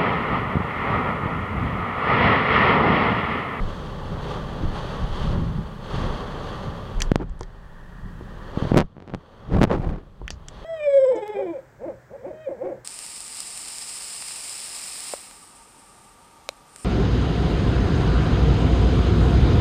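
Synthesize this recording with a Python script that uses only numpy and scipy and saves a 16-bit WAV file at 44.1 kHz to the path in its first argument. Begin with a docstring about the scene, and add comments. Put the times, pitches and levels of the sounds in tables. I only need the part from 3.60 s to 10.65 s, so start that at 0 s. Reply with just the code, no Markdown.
"""A storm from inside a parked car, the microphone in the cabin. Sheets of rain drum on glass and roof
while gusts rumble round the body and now and then flutter on the microphone. Near 3.5 s heavy drops smack
down close by and wind overloads the microphone in blunt pops that choke the storm. The rain's sound ducks,
leaving a narrow, dull hiss and two knocks on the trim. Harder blasts break in at 5 and 6 s; with one more
knock and a few last drops, the rain's sound slowly comes back up."""
import sys
import numpy as np
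from scipy import signal
from scipy.fft import rfft, irfft
from scipy.io import wavfile
from scipy.ndimage import uniform_filter1d

SR = 44100
rng = np.random.default_rng(int(sys.argv[2]) if len(sys.argv) > 2 else 0)


def digitize_waveform(pressure):
    """Quantize a signal to 16-bit integers and store it at the path in sys.argv[1].

    Rows of a 2-D input are taken as channels; values are limited to [-1, 1].
    """
    field = np.atleast_2d(pressure).T
    bounded = np.clip(field, -1, 1)
    quanta = np.round(bounded * 32767).astype(np.int16)
    wavfile.write(sys.argv[1], SR, quanta)


N = 310772
T = np.arange(N) / SR
FREQS = np.maximum(np.arange(N // 2 + 1) * SR / N, 1)


def rain(drops_per_s=3500, size_spread_db=3.0, patter_share=0.42, spray_hz=2100, steady_spray_db=-12):
    """Overhead, countless drops and their wash ring glass and roof; fine spray brightens the sheets."""
    # the rain's sound, ducking after each hard blast and coming back up: (time [s], relative level [dB])
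    levels = [(0, -41.5), (1.0, -38), (1.75, -40), (2.2, -45), (2.6, -37), (3.05, -38), (3.2, -41),
              (3.48, -42.5), (3.65, -56), (4.15, -55.5), (4.6, -54), (5.12, -36.5), (5.28, -63),
              (5.42, -63.5), (5.6, -56), (5.9, -49.5), (6.48, -61), (6.8, -56)]
    # sheets thrown on the glass: (peak time [s], rise [s], fall [s], relative roar [dB], spray [dB])
    sheets = [(.08, 0.12, 0.27, -42.5, -52.5), (.73, 0.13, 0.094, -37, -46.5),
              (1.17, 0.038, 0.038, -39, -44), (1.31, 0.17, 0.19, -38, -47), (1.59, 0.074, 0.15, -37.5, -44),
              (1.73, 0.038, 0.043, -36, -54), (2.35, 0.095, 0.16, -38, -45), (2.49, 0.16, 0.14, -37, -47),
              (2.87, 0.075, .13, -48.5, -49), (5.01, 0.049, .07, -38.5, -47.5),
              (6.991, 0.1, 0.29, -48, -56)]
    # rain as heard in the cabin: (frequency [Hz], gain [dB])
    rain_colour = [(170, -11), (230, -1), (300, -3), (565, -1), (686, -9.5), (800, -6.5), (1120, -5),
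                   (1550, -12.5), (2310, -22), (3230, -13.5), (4440, -26), (5480, -31), (7500, -37),
                   (10500, -42), (15500, -66.5)]
    # resonances of glass and roof: (frequency [Hz], width [Hz], boost [dB])
    panels = [(408, 30, 4.5), (593, 140, 2), (784, 210, 3.5), (1163, 99, 4.5), (1833, 480, 4.5),
              (3270, 410, 1.5), (4460, 470, 8), (6280, 720, 5.5)]
    hits = (rng.random(N) < drops_per_s / SR) * rng.standard_normal(N)
    sizes = undb(size_spread_db * np.minimum(rng.exponential(size=N), 4))
    drive = patter_share * unit(hits * sizes) + rng.standard_normal(N)
    resonance_db = sum(db / (1 + (2 * (FREQS - hz) / width) ** 2) for hz, width, db in panels)
    body = colour(rain_colour) * undb(resonance_db)
    treble = 1 / (1 + (spray_hz / FREQS) ** 6)
    roar = shaped(drive, body * (1 - treble)) * undb(2.5 + 0.58 * walk(51))  # both flicker slightly
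    spray = shaped(drive, body * treble) * undb(0.92 * walk(39))
    *_, roar_db, spray_db = np.transpose(sheets)
    swells = [swell(s, rise, fall) for s, rise, fall, *_ in sheets]
    steady = undb(curve(levels))
    roar *= strength(swells, roar_db, steady)
    spray *= strength(swells, spray_db, steady * undb(steady_spray_db))
    return roar + spray


def wind(fall_per_rise=1.45):
    """Gusts shake the car's body and boom in the cabin, dying away more slowly than they build."""
    # wind heard under the gusts: (time [s], rumble [dB], cabin boom [dB])
    steady = [(0, -38, -36.5), (.7, -35.5, -33), (1.4, -35, -33.5), (2.2, -39.5, -38), (2.7, -36, -36.5),
              (3.3, -42.5, -35.5), (3.8, -42.5, -48.5), (4.2, -41.5, -48), (4.55, -40.5, -39.5),
              (4.95, -37.5, -44), (5.33, -59, -51), (5.7, -57.5, -55.5), (5.9, -48, -41.5),
              (6.55, -48, -51), (6.8, -45, -49), (7.05, -41, -46.5)]
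    # gusts that shove the body: (peak time [s], rise [s], rumble [dB], cabin boom [dB])
    gusts = [(.03, 0.045, -21.5, -31.5), (.52, 0.036, -36, -29.5), (1.064, 0.037, -21.5, -28.5),
             (1.43, 0.021, -21, -29), (1.52, 0.033, -25.5, -42), (1.66, 0.069, -23, -28),
             (1.8, 0.12, -30, -23.5), (1.98, 0.025, -32.5, -24), (2.36, .035, -27.5, -26.5),
             (2.47, 0.062, -26, -31.5), (3.079, 0.018, -34, -27), (3.383, 0.027, -19.5, -39),
             (3.47, 0.062, -22, -44), (3.61, 0.047, -28.5, -31.5), (3.71, 0.019, -27, -55),
             (3.81, 0.064, -34.5, -53), (4.452, 0.017, -28, -33), (5.055, 0.018, -31, -25.5),
             (5.135, 0.032, -27, -23), (5.235, 0.015, -26, -32), (5.545, 0.028, -39, -36),
             (5.98, 0.061, -20, -17.5), (6.18, .04, -24, -32), (6.29, 0.053, -25.5, -28.5),
             (6.635, 0.028, -32, -46.5), (6.73, 0.038, -38, -45)]
    # the shaking body and the booming cabin: (frequency [Hz], gain [dB])
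    rumble_colour = [(12, -25.5), (22, 7.5), (36, 4.5), (55, -2.5), (85, -13), (140, -24.5)]
    boom_colour = [(55, -4.5), (80, 0), (105, -0.5), (135, -0.5), (172, 0.5), (205, -4.5), (260, -16),
                   (450, -27)]
    *_, rumble_db, boom_db = np.transpose(gusts)
    swells = [swell(s, rise, fall_per_rise * rise) for s, rise, *_ in gusts]
    rumble = steadied(noise(rumble_colour), 0.05) * strength(swells, rumble_db, undb(curve(steady)))
    boom = steadied(noise(boom_colour), .04) * strength(swells, boom_db, undb(curve(steady, column=2)))
    return rumble + boom


def blasts(ragged_db=3.0, ragged_hz=130, block_at=1.78):
    """Eddies break right on the microphone: a low flutter and a tearing roar that briefly drops out."""
    # wind hitting the microphone: (peak time [s], rise [s], fall [s], flutter [dB], tearing [dB])
    surges = [(1.04, 0.037, 0.017, -27, -42), (1.77, 0.062, 0.084, -35.5, -37),
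              (2.44, 0.037, 0.031, -26.5, -37), (3.613, 0.015, 0.022, -28.5, -30),
              (5.05, 0.062, 0.072, -50, -37.5), (5.201, 0.042, 0.018, -13, -11),
              (5.44, 0.058, .08, -48.5, -51), (5.55, 0.043, 0.015, -44, -43.5),
              (5.961, 0.046, 0.1, -23, -24.5), (6.04, 0.022, 0.012, -24, -12),
              (6.11, 0.0097, 0.044, -23, -16.5), (6.24, 0.19, 0.13, -41, -32.5)]
    # low flutter and mid-range tearing: (frequency [Hz], gain [dB])
    flutter_colour = [(45, -3), (90, 3), (140, -1), (215, -7.5), (330, -2), (420, -11.5), (600, -26)]
    tear_colour = [(280, 3), (450, 0), (750, -5.5), (1200, -12.5), (2000, -22.5), (4000, -36), (8000, -52),
                   (15000, -69)]
    eddies = undb(ragged_db * walk(ragged_hz))
    flutter = steadied(noise(flutter_colour) * eddies, 0.039)
    unblocked = 1 / (1 + (steadied(walk(60), .15) / block_at) ** 12)
    tear = steadied(noise(tear_colour) * eddies, 0.033) * unblocked
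    *_, flutter_db, tear_db = np.transpose(surges)
    swells = [swell(s, rise, fall) for s, rise, fall, *_ in surges]
    return flutter * strength(swells, flutter_db) + tear * strength(swells, tear_db)


def pops(rebound=0.34, rebound_ms=2.04, rebound_width_ms=1.23, stall_ms=12):
    """Each eddy sucks the diaphragm out; it swings back and stalls a moment. Returns sound and stall."""
    # the loudest wind pops and those that stand alone: (time [s], level [dB], rise [ms])
    main_pops = [(3.5175, 2, 0.28), (3.5582, -2, 0.077), (3.6009, -17.5, 0.4), (4.9743, -7.5, 0.79),
                 (5.0249, -8, 1.3), (5.053, -13, .6), (5.1187, -1.5, 0.53), (5.1445, -1.5, 0.28),
                 (5.1646, -1.5, 0.52), (5.171, -1.5, 0.46), (5.1729, -4.5, 0.039), (5.1761, -2, .15),
                 (5.179, -2.5, .038), (5.1882, -3.5, 0.07), (5.1998, -5, 0.12), (5.2137, -8.5, 0.12),
                 (5.3675, -28.5, .21), (5.3815, -28, 0.22), (5.403, -29, 0.1), (5.4239, -30, 0.093),
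                 (5.5382, -14.5, 0.16), (5.548, -14.5, 0.079), (5.9424, -14, .8), (5.9529, -8.5, 1.1),
                 (5.9745, -11, 1.1), (6.0155, 2, 0.3), (6.0226, -5.5, 0.095), (6.0316, -3, 0.07),
                 (6.037, -8, 0.022), (6.0402, 0.5, 0.12), (6.046, -9.5, 0.17), (6.0507, -9, 0.12),
                 (6.105, -8.5, 0.28), (6.1158, -7.5, 0.18), (6.1715, -17, 2.7), (6.1978, -9.5, 2.5),
                 (6.2718, -12, 3.1)]
    out, stall = np.zeros(N), np.zeros(N)
    lead_s = .004
    ms = (np.arange(SR // 10) / SR - lead_s) * 1000
    for s, db, rise_ms in main_pops + sputter():
        length_ms = 0.67 + 0.83 * rise_ms  # blunter pops last longer
        front = .5 + .5 * np.tanh(2 * ms / rise_ms)
        suck = front * np.exp(-(np.maximum(ms, 0) / (1.03 * length_ms)) ** 2)
        swing = np.exp(-((ms - length_ms / 2 - rebound_ms) / (rebound_width_ms + length_ms / 2)) ** 2)
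        add(out, s - lead_s, undb(db) * (rebound * swing - suck / suck.max()))
        add(stall, s - lead_s, undb(db) * front * np.exp(-np.maximum(ms, 0) / stall_ms))
    return out, stall


def sputter(jitter=.25, scatter_db=1.5, rise_scatter=.3):
    """Eddies shed at an uneven pace give lesser pops: rows of (time [s], level [dB], rise [ms])."""
    # runs of pops: (start [s], end [s], rate [1/s], level [dB], rise [ms])
    runs = [(5.184, 5.21, 110, -8.5, 0.086), (5.218, 5.228, 270, -19.5, 0.18),
            (5.479, 5.506, 125, -26.5, .12), (5.924, 6.014, 60, -31.5, 0.044),
            (6.132, 6.32, 100, -37.5, 0.033)]
    rows = []
    for start, end, rate, db, rise in runs:
        chance = rng.standard_normal((64, 3))
        for s, (late, loud, blunt) in zip(np.arange(start, end, 1 / rate), chance):
            rows.append((s + jitter * late / rate, db + scatter_db * loud,
                         rise * np.exp(rise_scatter * blunt)))
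    return rows


def drops(ring_db=-20, splash_db=-30, splash_s=0.015, slap_db=-15, slap_hz=3000):
    """Heavy drops close by: a sharp smack over a duller slap, a little splash and a short ring."""
    # impacts: (time [s], level [dB], low edge [Hz], high edge [Hz], decay [ms])
    impacts = [(3.404, -19.5, 4170, 8700, 0.84), (3.407, -20, 1390, 2780, 0.99),
               (3.419, -10, 1880, 8800, 0.99), (3.422, -14, 4880, 7300, 0.96),
               (3.696, -45, 4180, 8500, 0.55), (3.793, -41, 4300, 9900, 0.46),
               (3.809, -27, 3840, 8350, 0.31), (3.832, -27.5, 3440, 8000, 0.33),
               (6.6794, -17, 1420, 3830, 0.54), (6.7048, -16, 4240, 6840, 0.44),
               (6.705, -17, 1020, 3800, 0.34), (6.8842, -25, 4900, 8200, 1.1),
               (6.885, -28.5, 2300, 3480, 0.77)]
    # ring of the struck surface: (frequency [Hz], gain [dB], t60 [s])
    surface_modes = [(1500, -6.5, 0.016), (1784, 2.5, 0.041), (1910, 0, 0.038), (2100, 0.5, .025),
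                     (3200, 2.5, .015), (4640, -16.5, .11), (5450, -5, 0.013), (5800, -2, 0.015),
                     (6400, -7, 0.014), (7230, -20, .03)]
    out, t = np.zeros(N), np.arange(SR // 8) / SR
    ms = 1000 * t
    for s, db, low_hz, high_hz, decay_ms in impacts:
        envelope = np.exp(-ms / decay_ms) + undb(splash_db) * np.exp(-t / splash_s)
        burst = rng.standard_normal(len(t)) * envelope
        smack = signal.sosfilt(signal.butter(4, [low_hz, high_hz], "band", fs=SR, output="sos"), burst)
        slap = signal.sosfilt(signal.butter(3, slap_hz, fs=SR, output="sos"), burst)
        hit = smack + undb(slap_db) * slap
        peak = 1.98 * np.sqrt(np.sum(hit ** 2) / np.sum(ms < decay_ms))  # usual crest of a short burst
        add(out, s, undb(db) * (hit / peak + undb(ring_db) * ring(surface_modes, t)))
    return out


def knocks():
    """Dull knocks on the car's trim; a softer contact leaves the upper modes still."""
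    # blows: (time [s], peak [dB], cutoff of the soft contact [Hz])
    blows = [(3.81, -18, 1300), (4.610, -23.5, 480), (6.616, -25, 890)]
    # ring of the trim: (frequency [Hz], gain [dB], t60 [s])
    trim_modes = [(217, -13, 0.037), (375, 1.5, 0.11), (465, 7.5, 0.041), (610, 2, 0.031),
                  (800, 5.5, 0.024), (920, 6, 0.03), (1004, 2, .035)]
    out, t = np.zeros(N), np.arange(SR // 6) / SR
    for s, db, top_hz in blows:
        thud = signal.sosfilt(signal.butter(2, top_hz, fs=SR, output="sos"), ring(trim_modes, t))
        add(out, s, undb(db) * thud / abs(thud).max())
    return out


def dull_hiss():
    """A narrow, dull hiss reaching up to about 2 kHz, heard between the blasts."""
    # its rise and fall: (time [s], level [dB])
    levels = [(3.6, -63), (3.85, -59.5), (4.1, -55), (4.5, -52.5), (4.9, -52.5), (5.15, -67), (5.3, -83)]
    # its narrow band: (frequency [Hz], gain [dB])
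    hiss_colour = [(700, -16), (900, -1.5), (1250, -6), (1600, -2.5), (1880, 1), (2020, -17), (2200, -32)]
    return noise(hiss_colour) * undb(curve(levels, outside=-120))


def air():
    """A fine airy hiss lies behind everything."""
    # hiss dipping after the hard blasts: (time [s], level [dB])
    levels = [(0, -62.5), (3.45, -62.5), (3.6, -76), (4.1, -67.5), (4.6, -64), (5.15, -65), (5.26, -85),
              (5.8, -73.5), (6.45, -75.5), (7.05, -70)]
    # its treble slope: (frequency [Hz], gain [dB])
    air_colour = [(2000, 8), (5000, -1), (8000, -4), (11000, -8), (15800, -10.5)]
    return noise(air_colour) * undb(curve(levels))


def undb(db):
    """Decibels to gain."""
    return 10 ** (np.asarray(db) / 20)


def unit(x):
    """Scale to rms 1."""
    return x / np.std(x)


def curve(rows, column=1, outside=None, fade_s=.03):
    """A table column joined by straight lines in time; past its ends it fades to outside, if given."""
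    s, value = np.array(rows)[:, 0], np.array(rows)[:, column]
    if outside is not None:
        s, value = np.r_[s[0] - fade_s, s, s[-1] + fade_s], np.r_[outside, value, outside]
    return np.interp(T, s, value)


def swell(s, rise_s, fall_s):
    """A bell-shaped rise and fall that reaches 1 at time s."""
    return np.exp(-((T - s) / np.where(T < s, rise_s, fall_s)) ** 2)


def strength(swells, levels_db, steady=0):
    """Gain of several swells over a steady part; their powers add."""
    return np.sqrt(steady ** 2 + sum((shape * undb(db)) ** 2 for shape, db in zip(swells, levels_db)))


def colour(points):
    """Gain per frequency from (frequency [Hz], gain [dB]) points, falling steeply past both ends."""
    hz, db = np.transpose(points)
    ends = np.minimum(FREQS / hz[0], 1) * np.minimum(hz[-1] / FREQS, 1)
    return undb(np.interp(np.log(FREQS), np.log(hz), db)) * ends ** 4


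def shaped(x, gain):
    """Filter by a gain per frequency; rms 1."""
    return unit(irfft(rfft(x) * gain, N))


def noise(points):
    """Noise of a given colour; rms 1."""
    return shaped(rng.standard_normal(N), colour(points))


def walk(rate):
    """Smooth random drift of rms 1 that changes about rate times a second."""
    return shaped(rng.standard_normal(N), np.exp(-(FREQS / rate) ** 2))


def steadied(x, span_s):
    """Even out the chance swells of a noise, so that the gusts set its strength."""
    return unit(x / np.sqrt(uniform_filter1d(x * x, int(span_s * SR)) + 1e-6))


def ring(modes, t, detune=.008):
    """Sum of fading modes, each a little off pitch for every blow."""
    out = np.zeros(len(t))
    for hz, db, t60 in modes:
        pitch_hz = hz * (1 + detune * rng.standard_normal())
        out += undb(db) * np.sin(2 * np.pi * pitch_hz * t) * np.exp(-np.log(1000) * t / t60)
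    return out


def add(out, s, sound):
    """Mix a short sound in at time s."""
    start = int(s * SR)
    out[start:start + len(sound)] += sound[:N - start]


def scene(choke=2.12):
    """The storm at one microphone in the cabin, choked wherever a pop stalls the diaphragm."""
    thumps, stall = pops()
    storm = air() + rain() + wind() + dull_hiss() + blasts()
    choked = storm / (1 + (choke * stall) ** 2)
    return (choked + thumps + drops() + knocks())[None]


def record(dry, ceiling=.71, top_hz=15900):
    """The input clips the hardest pops, and a steep low-pass cuts the top."""
    clipped = np.clip(dry, -ceiling, ceiling)
    return signal.sosfilt(signal.ellip(8, .2, 70, top_hz, fs=SR, output="sos"), clipped)


dry = scene()
out = record(dry)
digitize_waveform(out)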